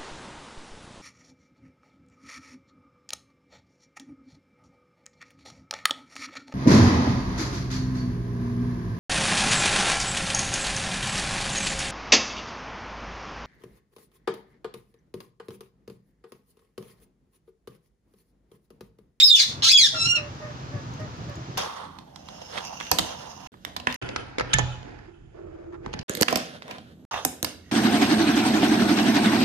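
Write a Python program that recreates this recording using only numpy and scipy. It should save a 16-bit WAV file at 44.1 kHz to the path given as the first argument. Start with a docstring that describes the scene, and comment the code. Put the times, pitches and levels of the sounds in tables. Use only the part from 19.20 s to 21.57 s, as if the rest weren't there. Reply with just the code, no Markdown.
"""In a hard-walled aviary a parakeet squawks twice and a second bird answers with a clearer call.
A dog barks far off, claws tick on cage wire, and a low rumble with hiss lies below.
Birds and dog are stacks of harmonics with breath noise; ticks are short rings; the bed is banded noise.
Two spaced microphones hear it; the recorder's gain control ducks everything under the squawks."""
import sys
import numpy as np
from scipy import signal
from scipy.fft import rfft, irfft, next_fast_len
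from scipy.io import wavfile
from scipy.ndimage import uniform_filter1d

SR = 44100
rng = np.random.default_rng(int(sys.argv[2]) if len(sys.argv) > 2 else 0)


def dump(signal):
    """Clip the signal to [-1, 1] and save it as 16-bit WAV at the path in sys.argv[1]."""
    limited = np.clip(np.atleast_2d(signal).T, -1, 1)
    pcm = np.round(limited * 32767).astype(np.int16)
    wavfile.write(sys.argv[1], SR, pcm)


N = 104649  # samples
LEAD_S = .1


def amp(db):
    """Decibels to linear gain."""
    return 10 ** (np.asarray(db) / 20)


def rms_one(x):
    """Scale to an RMS of 1."""
    return x / np.sqrt(np.mean(x ** 2) + 1e-20)


def at_hz(points, hz):
    """Read a curve of (frequency, value) points, straight along log frequency."""
    points_hz, values = np.transpose(points)
    return np.interp(np.log(np.maximum(hz, 1)), np.log(np.maximum(points_hz, 1)), values)


def clock():
    """Time axis in seconds, starting a little early so that the room is already ringing."""
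    return np.arange(-int(LEAD_S * SR), N) / SR


def drift(hz, size):
    """Slow random motion: noise through a double one-pole low-pass, spread about 1."""
    r = np.exp(-2 * np.pi * hz / SR)
    settle = SR // 4
    noise = rng.standard_normal(size + settle)
    return rms_one(signal.lfilter([1], [1, -2 * r, r * r], noise)[settle:])


def colour(x, db_at, lag_s=0.):
    """Shape the spectrum by a gain curve and delay the sound."""
    size = next_fast_len(x.shape[-1] + 2048)
    hz = np.fft.rfftfreq(size, 1 / SR)
    delay = np.exp(-2j * np.pi * hz * lag_s)
    return irfft(rfft(x, size) * amp(db_at(hz)) * delay, size)[..., :x.shape[-1]]


NOTE_EDGE_S, WAVER_HZ = 0.0029, 70
JITTER_TURNS, JITTER_HZ, PULSE_DB, PULSE_HZ = .14, 300, 8, 400  # depths at full roughness


def voice(rows, orders, waver, breath_db):
    """Harmonics on a pitch curve; roughness shakes the phase and pulses the level; breath hisses along."""
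    t = clock()
    s, *columns = np.transpose(rows)
    on = (t >= s[0]) & (t < s[-1])
    hz, db, rough, slope_db = [np.interp(t[on], s, c) for c in columns]
    rough, size = np.clip(rough, 0, 1), on.sum()

    # phase in turns: the wavering pitch added up, then shaken
    wavering_hz = hz * (1 + waver * drift(WAVER_HZ, size))
    turns = np.cumsum(wavering_hz) / SR + JITTER_TURNS * rough * drift(JITTER_HZ, size)

    k, order_db = np.transpose(orders)[:, :, None]
    gains = amp(order_db + slope_db * (k - 1)) * (k * hz < .45 * SR)
    even_power = np.sqrt(2 / np.sum(gains ** 2, axis=0))  # slope changes timbre, not loudness
    tone = np.sum(gains * np.sin(2 * np.pi * k * turns), axis=0) * even_power
    tone += amp(breath_db) * rng.standard_normal(size)

    edge = np.clip(np.minimum(t[on] - s[0], s[-1] - t[on]) / NOTE_EDGE_S, 0, 1)
    pulse_db = PULSE_DB * rough * (np.tanh(drift(PULSE_HZ, size)) - 1.0)  # only ever lowers the level
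    out = np.zeros(len(t))
    out[on] = tone * edge * amp(db + pulse_db)
    return out


# Notes of the two squawks, the voice jumping between registers; level is before roughness lowers it:
# start_s, pitch_hz, level_db, roughness (0-1), overtone_slope_db (per harmonic)
SQUAWK_NOTES = [
    [(-.1, 1351, 9, 0, 3), (-.03, 1893, 0, 0.85, -19), (-.01, 2601, 15, 0.9, -4.5)],
    [(-.01, 3590, 3, 0.2, 1.5), (.015, 3618, -8, 0.2, -1.5), (.035, 3884, 14, 0.25, -0.5)],
    [(.03, 5000, -9, 0.1, -19), (.044, 5213, 6, 0.07, -11), (.064, 5140, 4.5, 0.3, 5),
     (.072, 5020, 1.5, 0.4, -5), (.084, 4720, -6, 0.2, -4), (.095, 3740, -1, .35, 5.5)],
    [(.097, 3786, -0.5, 0.16, 3), (.115, 3613, -1, 0.17, -17), (.132, 3624, -3, 0.17, 3.5),
     (.155, 3422, 0, 0.22, -21)],
    [(.152, 3235, 11.5, 0.65, 3.5), (.175, 2550, -7.5, 0.9, -2.5), (.2, 2216, 4, 0.94, -2),
     (.225, 1807, -5, 0.77, 1), (.24, 1760, -16, 0.9, -13.5)],
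    [(.421, 734, -11, 0.9, -3.5), (.432, 1187, -18.5, 0.86, -0.5), (.445, 1320, -5, 0.7, 0),
     (.47, 1334, -7, 0.7, -1), (.485, 1857, 6.5, 0.72, 0.5), (.5, 2367, -1, 0.67, -2.5),
     (.512, 2450, 1.5, 0.45, -3.5), (.523, 2567, 11.5, 0.54, 2.5)],
    [(.525, 3427, -9.5, 0.2, -4), (.55, 3390, -2.5, 0.2, -7), (.562, 3402, 3.5, 0.2, -11),
     (.572, 3240, 6, .15, -12)],
    [(.572, 2510, 6.5, 0.17, -1.5), (.596, 2208, -1.5, 0, -1.5), (.62, 2026, -2.5, 0.29, -0.5),
     (.64, 1831, -3.5, 0, -2), (.655, 1743, -5, 0.37, 0), (.672, 1557, -7, 0.42, -2)],
]
# Colour of throat, beak and microphone: frequency_hz, gain_db
SQUAWK_COLOUR = [(600, -24), (1300, -16), (2400, -12.5), (3500, 6), (5000, 2.5), (6600, -3.5), (7500, -13),
                 (10500, -19), (12500, -38), (14000, -29), (15200, -15)]
SQUAWK_WAVER, SQUAWK_BREATH_DB = .011, -21  # share of pitch; turbulence against the voice


def parakeet():
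    """Two squawks of up to twelve harmonics; all notes share one colour of throat, beak and microphone."""
    even = [(k, 0) for k in range(1, 13)]
    notes = sum(voice(rows, even, SQUAWK_WAVER, SQUAWK_BREATH_DB) for rows in SQUAWK_NOTES)
    return colour(notes, lambda hz: at_hz(SQUAWK_COLOUR, hz))


# Answering call in two notes; level is before roughness lowers it:
# start_s, pitch_hz, level_db, roughness (0-1), overtone_slope_db (per harmonic)
ANSWER_NOTES = [
    [(.74, 1408, -38, 0.2, -30), (.755, 1388, -35.5, 0.2, -4), (.79, 1341, -29.5, 0.1, -0.5),
     (.814, 1327, -23, .06, 0.5), (.846, 1352, -26, 0.11, -0.5), (.862, 1377, -19, 0.14, -0.5)],
    [(.858, 1377, -25.5, 0.19, -2), (.874, 1423, -25.5, 0.07, -0.5), (.914, 1394, -18, .06, 1.5),
     (.94, 1418, -29.5, 0, -20.5), (.955, 1410, -18.5, 0.12, -0.5), (.975, 1311, -31, 0.12, -3.5),
     (.99, 1278, -30.5, 0.1, -7)],
]
# Harmonic mix before and after the step up in pitch: harmonic (number), gain_db
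ANSWER_HARMONICS = [
    [(1, -14.5), (2, -6.5), (3, 0.5), (4, 2.5), (5, -11), (6, -15), (7, -23.5), (8, -49)],
    [(1, -21), (2, 1.5), (3, -7.5), (4, -4), (5, -15.5), (6, -22.5), (7, -46), (8, -38)],
]
ANSWER_WAVER, ANSWER_BREATH_DB = .004, -42  # share of pitch; turbulence against the voice


def answering_bird():
    """A steadier, less breathy voice whose harmonic mix changes with the second note."""
    return sum(voice(rows, orders, ANSWER_WAVER, ANSWER_BREATH_DB)
               for rows, orders in zip(ANSWER_NOTES, ANSWER_HARMONICS))


# Far barks, pitch and level at the top of the arch, before roughness lowers the level:
# start_s, length_s, pitch_hz, level_db
BARKS = [(0.723, 0.065, 641, -42), (0.952, 0.13, 608, -44), (1.199, 0.12, 618, -44.5),
         (1.511, 0.093, 589.4, -47.5), (1.785, 0.084, 629.7, -46.5), (2.075, 0.065, 587, -48.5)]
# Harmonic mix of a bark: harmonic (number), gain_db
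BARK_HARMONICS = [(1, 0), (2, -6), (3, -5), (4, -20)]
BARK_ARCH, BARK_ROUGH = .05, .28  # pitch rises and sags by this share; roughness 0-1
BARK_WAVER, BARK_BREATH_DB = .016, -36  # share of pitch; turbulence against the voice


def dog():
    """Each bark arches in pitch and level, with a quick rise and a longer fall."""
    out = 0
    for s, length_s, hz, db in BARKS:
        end_hz = hz * (1 - BARK_ARCH)
        arch = [(s, end_hz, db - 15.5, BARK_ROUGH, 0),
                (s + 0.21 * length_s, hz, db, BARK_ROUGH, 0),
                (s + length_s, end_hz, db - 5.5, BARK_ROUGH, 0)]
        out = out + voice(arch, BARK_HARMONICS, BARK_WAVER, BARK_BREATH_DB)
    return out


# Claws on wire, level of the ring at its start: start_s, level_db, ring_hz
TICKS = [(1.2376, -56, 4800), (1.7384, -40.5, 6440), (1.802, -39, 5260), (1.9734, -49, 4400),
         (2.0962, -40, 4770), (2.156, -38.5, 6800)]
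TICK_T60_S = .008


def ticks():
    """A click of noise and a short ring of the wire, dying together."""
    t, out = clock(), 0
    for s, db, hz in TICKS:
        age = np.maximum(t - s, 0)
        fade = (t >= s) * amp(db - 60 * age / TICK_T60_S)
        out = out + fade * (np.sin(2 * np.pi * hz * age) + 0.23 * rng.standard_normal(len(t)))
    return out


# Tilt of the rumble and hiss, before the whole bed is set to its level: frequency_hz, gain_db
FLOOR = [(25, -18), (45, -22.5), (85, -5), (125, 1), (175, -10.5), (260, -11), (470, -19), (900, -18),
         (1300, -20), (2000, -27.5), (6400, -32), (7800, -49), (10500, -61.5), (12800, -67), (15200, -56)]
# Likeness of the two sides: frequency_hz, likeness (0-1)
FLOOR_LIKENESS = [(60, 0.97), (300, 0.86), (700, 0.68), (2000, 0.17), (6000, 0.31), (15000, .1)]
# Stereo balance of the bed, also used for barks and ticks: frequency_hz, left_minus_right_db
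FLOOR_BALANCE = [(60, 2), (240, -1), (950, 0.5), (3770, -3), (15000, 11.5)]
FLOOR_DB = -36.5
LUMPS_DB, LUMPS_HZ, LUMPS_BELOW_HZ = 3.5, 15, 290  # depth, speed, and where they thin out
FLICKER_DB, FLICKER_HZ = .4, 3.8
# the hiss above this comes from the right, so left hears it later; the rumble reaches both at once
HISS_FROM_HZ, FLOOR_LAG_S = 600, 0.00041


def floor():
    """Half-octave bands of rumble and hiss; the bass comes in lumps and each band flickers slightly."""
    out, lumps = 0, drift(LUMPS_HZ, N)
    edges = 25 * 2 ** np.arange(0, 10, 1 / 2)
    white = rng.standard_normal((2, 2, N))
    for k, (low, high) in enumerate(zip(edges, edges[1:])):
        band_pass = signal.butter(2, [low, high], "band", fs=SR, output="sos")
        mid, side = signal.sosfilt(band_pass, white[k % 2])  # neighbouring bands use different noise
        hz = np.sqrt(low * high)
        alike = np.clip(at_hz(FLOOR_LIKENESS, hz), 0, 1)
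        lumps_db = LUMPS_DB * lumps / (1 + (hz / LUMPS_BELOW_HZ) ** 2)
        gain = amp(lumps_db + FLICKER_DB * drift(FLICKER_HZ, N))
        band = gain * (np.sqrt(1 + alike) * mid + np.sqrt(1 - alike) * side * [[1], [-1]])
        if hz > HISS_FROM_HZ:
            band[0] = np.roll(band[0], int(FLOOR_LAG_S * SR))
        out = out + band
    out = colour(out, lambda hz: at_hz(FLOOR, hz) + at_hz(FLOOR_BALANCE, hz) * [[.5], [-.5]])
    return amp(FLOOR_DB) * rms_one(out)


ROOM_T60_S, ROOM_DULL_HZ, ROOM_GAP_S = 0.27, 11100, .002
EARLY_T60_S, TAIL_DB = .08, -14  # the nearest walls answer first and loudest


def placed(x, lag_s, wet_db, balance):
    """Direct sound at both microphones plus a dying, dulled scatter of reflections, another on each side."""
    age = np.arange(int(.6 * SR)) / SR
    decay = amp(-60 * age / EARLY_T60_S) + amp(TAIL_DB - 60 * age / ROOM_T60_S)
    white = rng.standard_normal((2, len(age))) * (age > ROOM_GAP_S) * decay
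    echo = signal.sosfilt(signal.butter(1, ROOM_DULL_HZ, fs=SR, output="sos"), white)
    echo *= amp(wet_db) / np.sqrt(np.sum(echo ** 2, axis=1, keepdims=True))
    direct = np.array([colour(x, np.zeros_like, lag_s), x])  # left hears later
    both = direct + signal.fftconvolve(x[None], echo, axes=1)[:, :len(x)]
    return colour(both, lambda hz: at_hz(balance, hz) * [[.5], [-.5]])[:, -N:]  # drop the lead


# Stereo balance of both birds: frequency_hz, left_minus_right_db
BIRD_BALANCE = [(60, 8.5), (130, 12), (290, 1), (640, 12.5), (1410, 12.5), (3100, -4.5), (6820, 5.5),
                (15000, 12)]
PARAKEET_LAG_S, ANSWER_LAG_S = 0.000319, 0.000313
PARAKEET_WET_DB, ANSWER_WET_DB, BARK_WET_DB, TICK_WET_DB = 2, 0, 3, -4  # reflections against direct


def scene():
    """Set birds, dog and claws in the room, over the rumble and hiss."""
    squawks = placed(parakeet(), PARAKEET_LAG_S, PARAKEET_WET_DB, BIRD_BALANCE)
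    answer = placed(answering_bird(), ANSWER_LAG_S, ANSWER_WET_DB, BIRD_BALANCE)
    barks = placed(dog(), 0., BARK_WET_DB, FLOOR_BALANCE)
    claws = placed(ticks(), 0., TICK_WET_DB, FLOOR_BALANCE)
    return squawks + answer + barks + claws + floor()


# the release is the fall of the held level; the gain recovers at DUCK_SHARE of that rate
DUCK_FROM_DB, DUCK_SHARE, ATTACK_S, RELEASE_DB_PER_S = -20, 0.68, 0.003, 219.5
CUTOFF_HZ = 15760


def record(dry):
    """Gain control pulls loud passages down and lets go again; the top is cut."""
    t = np.arange(N) / SR
    power = uniform_filter1d(np.mean(dry ** 2, axis=0), size=441)  # 10 ms window
    level_db = 10 * np.log10(power.clip(1e-12))
    # peak hold that falls at the release rate
    held_db = np.maximum.accumulate(level_db + RELEASE_DB_PER_S * t) - RELEASE_DB_PER_S * t
    cut_db = DUCK_SHARE * np.maximum(held_db - DUCK_FROM_DB, 0)
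    r = np.exp(-1 / (ATTACK_S * SR))
    cut_db = signal.lfilter([1 - r], [1, -r], cut_db, zi=[r * cut_db[0]])[0]
    top_cut = signal.cheby2(24, 70, CUTOFF_HZ, fs=SR, output="sos")
    return signal.sosfilt(top_cut, dry * amp(-cut_db))


dry = scene()
out = record(dry)
dump(out)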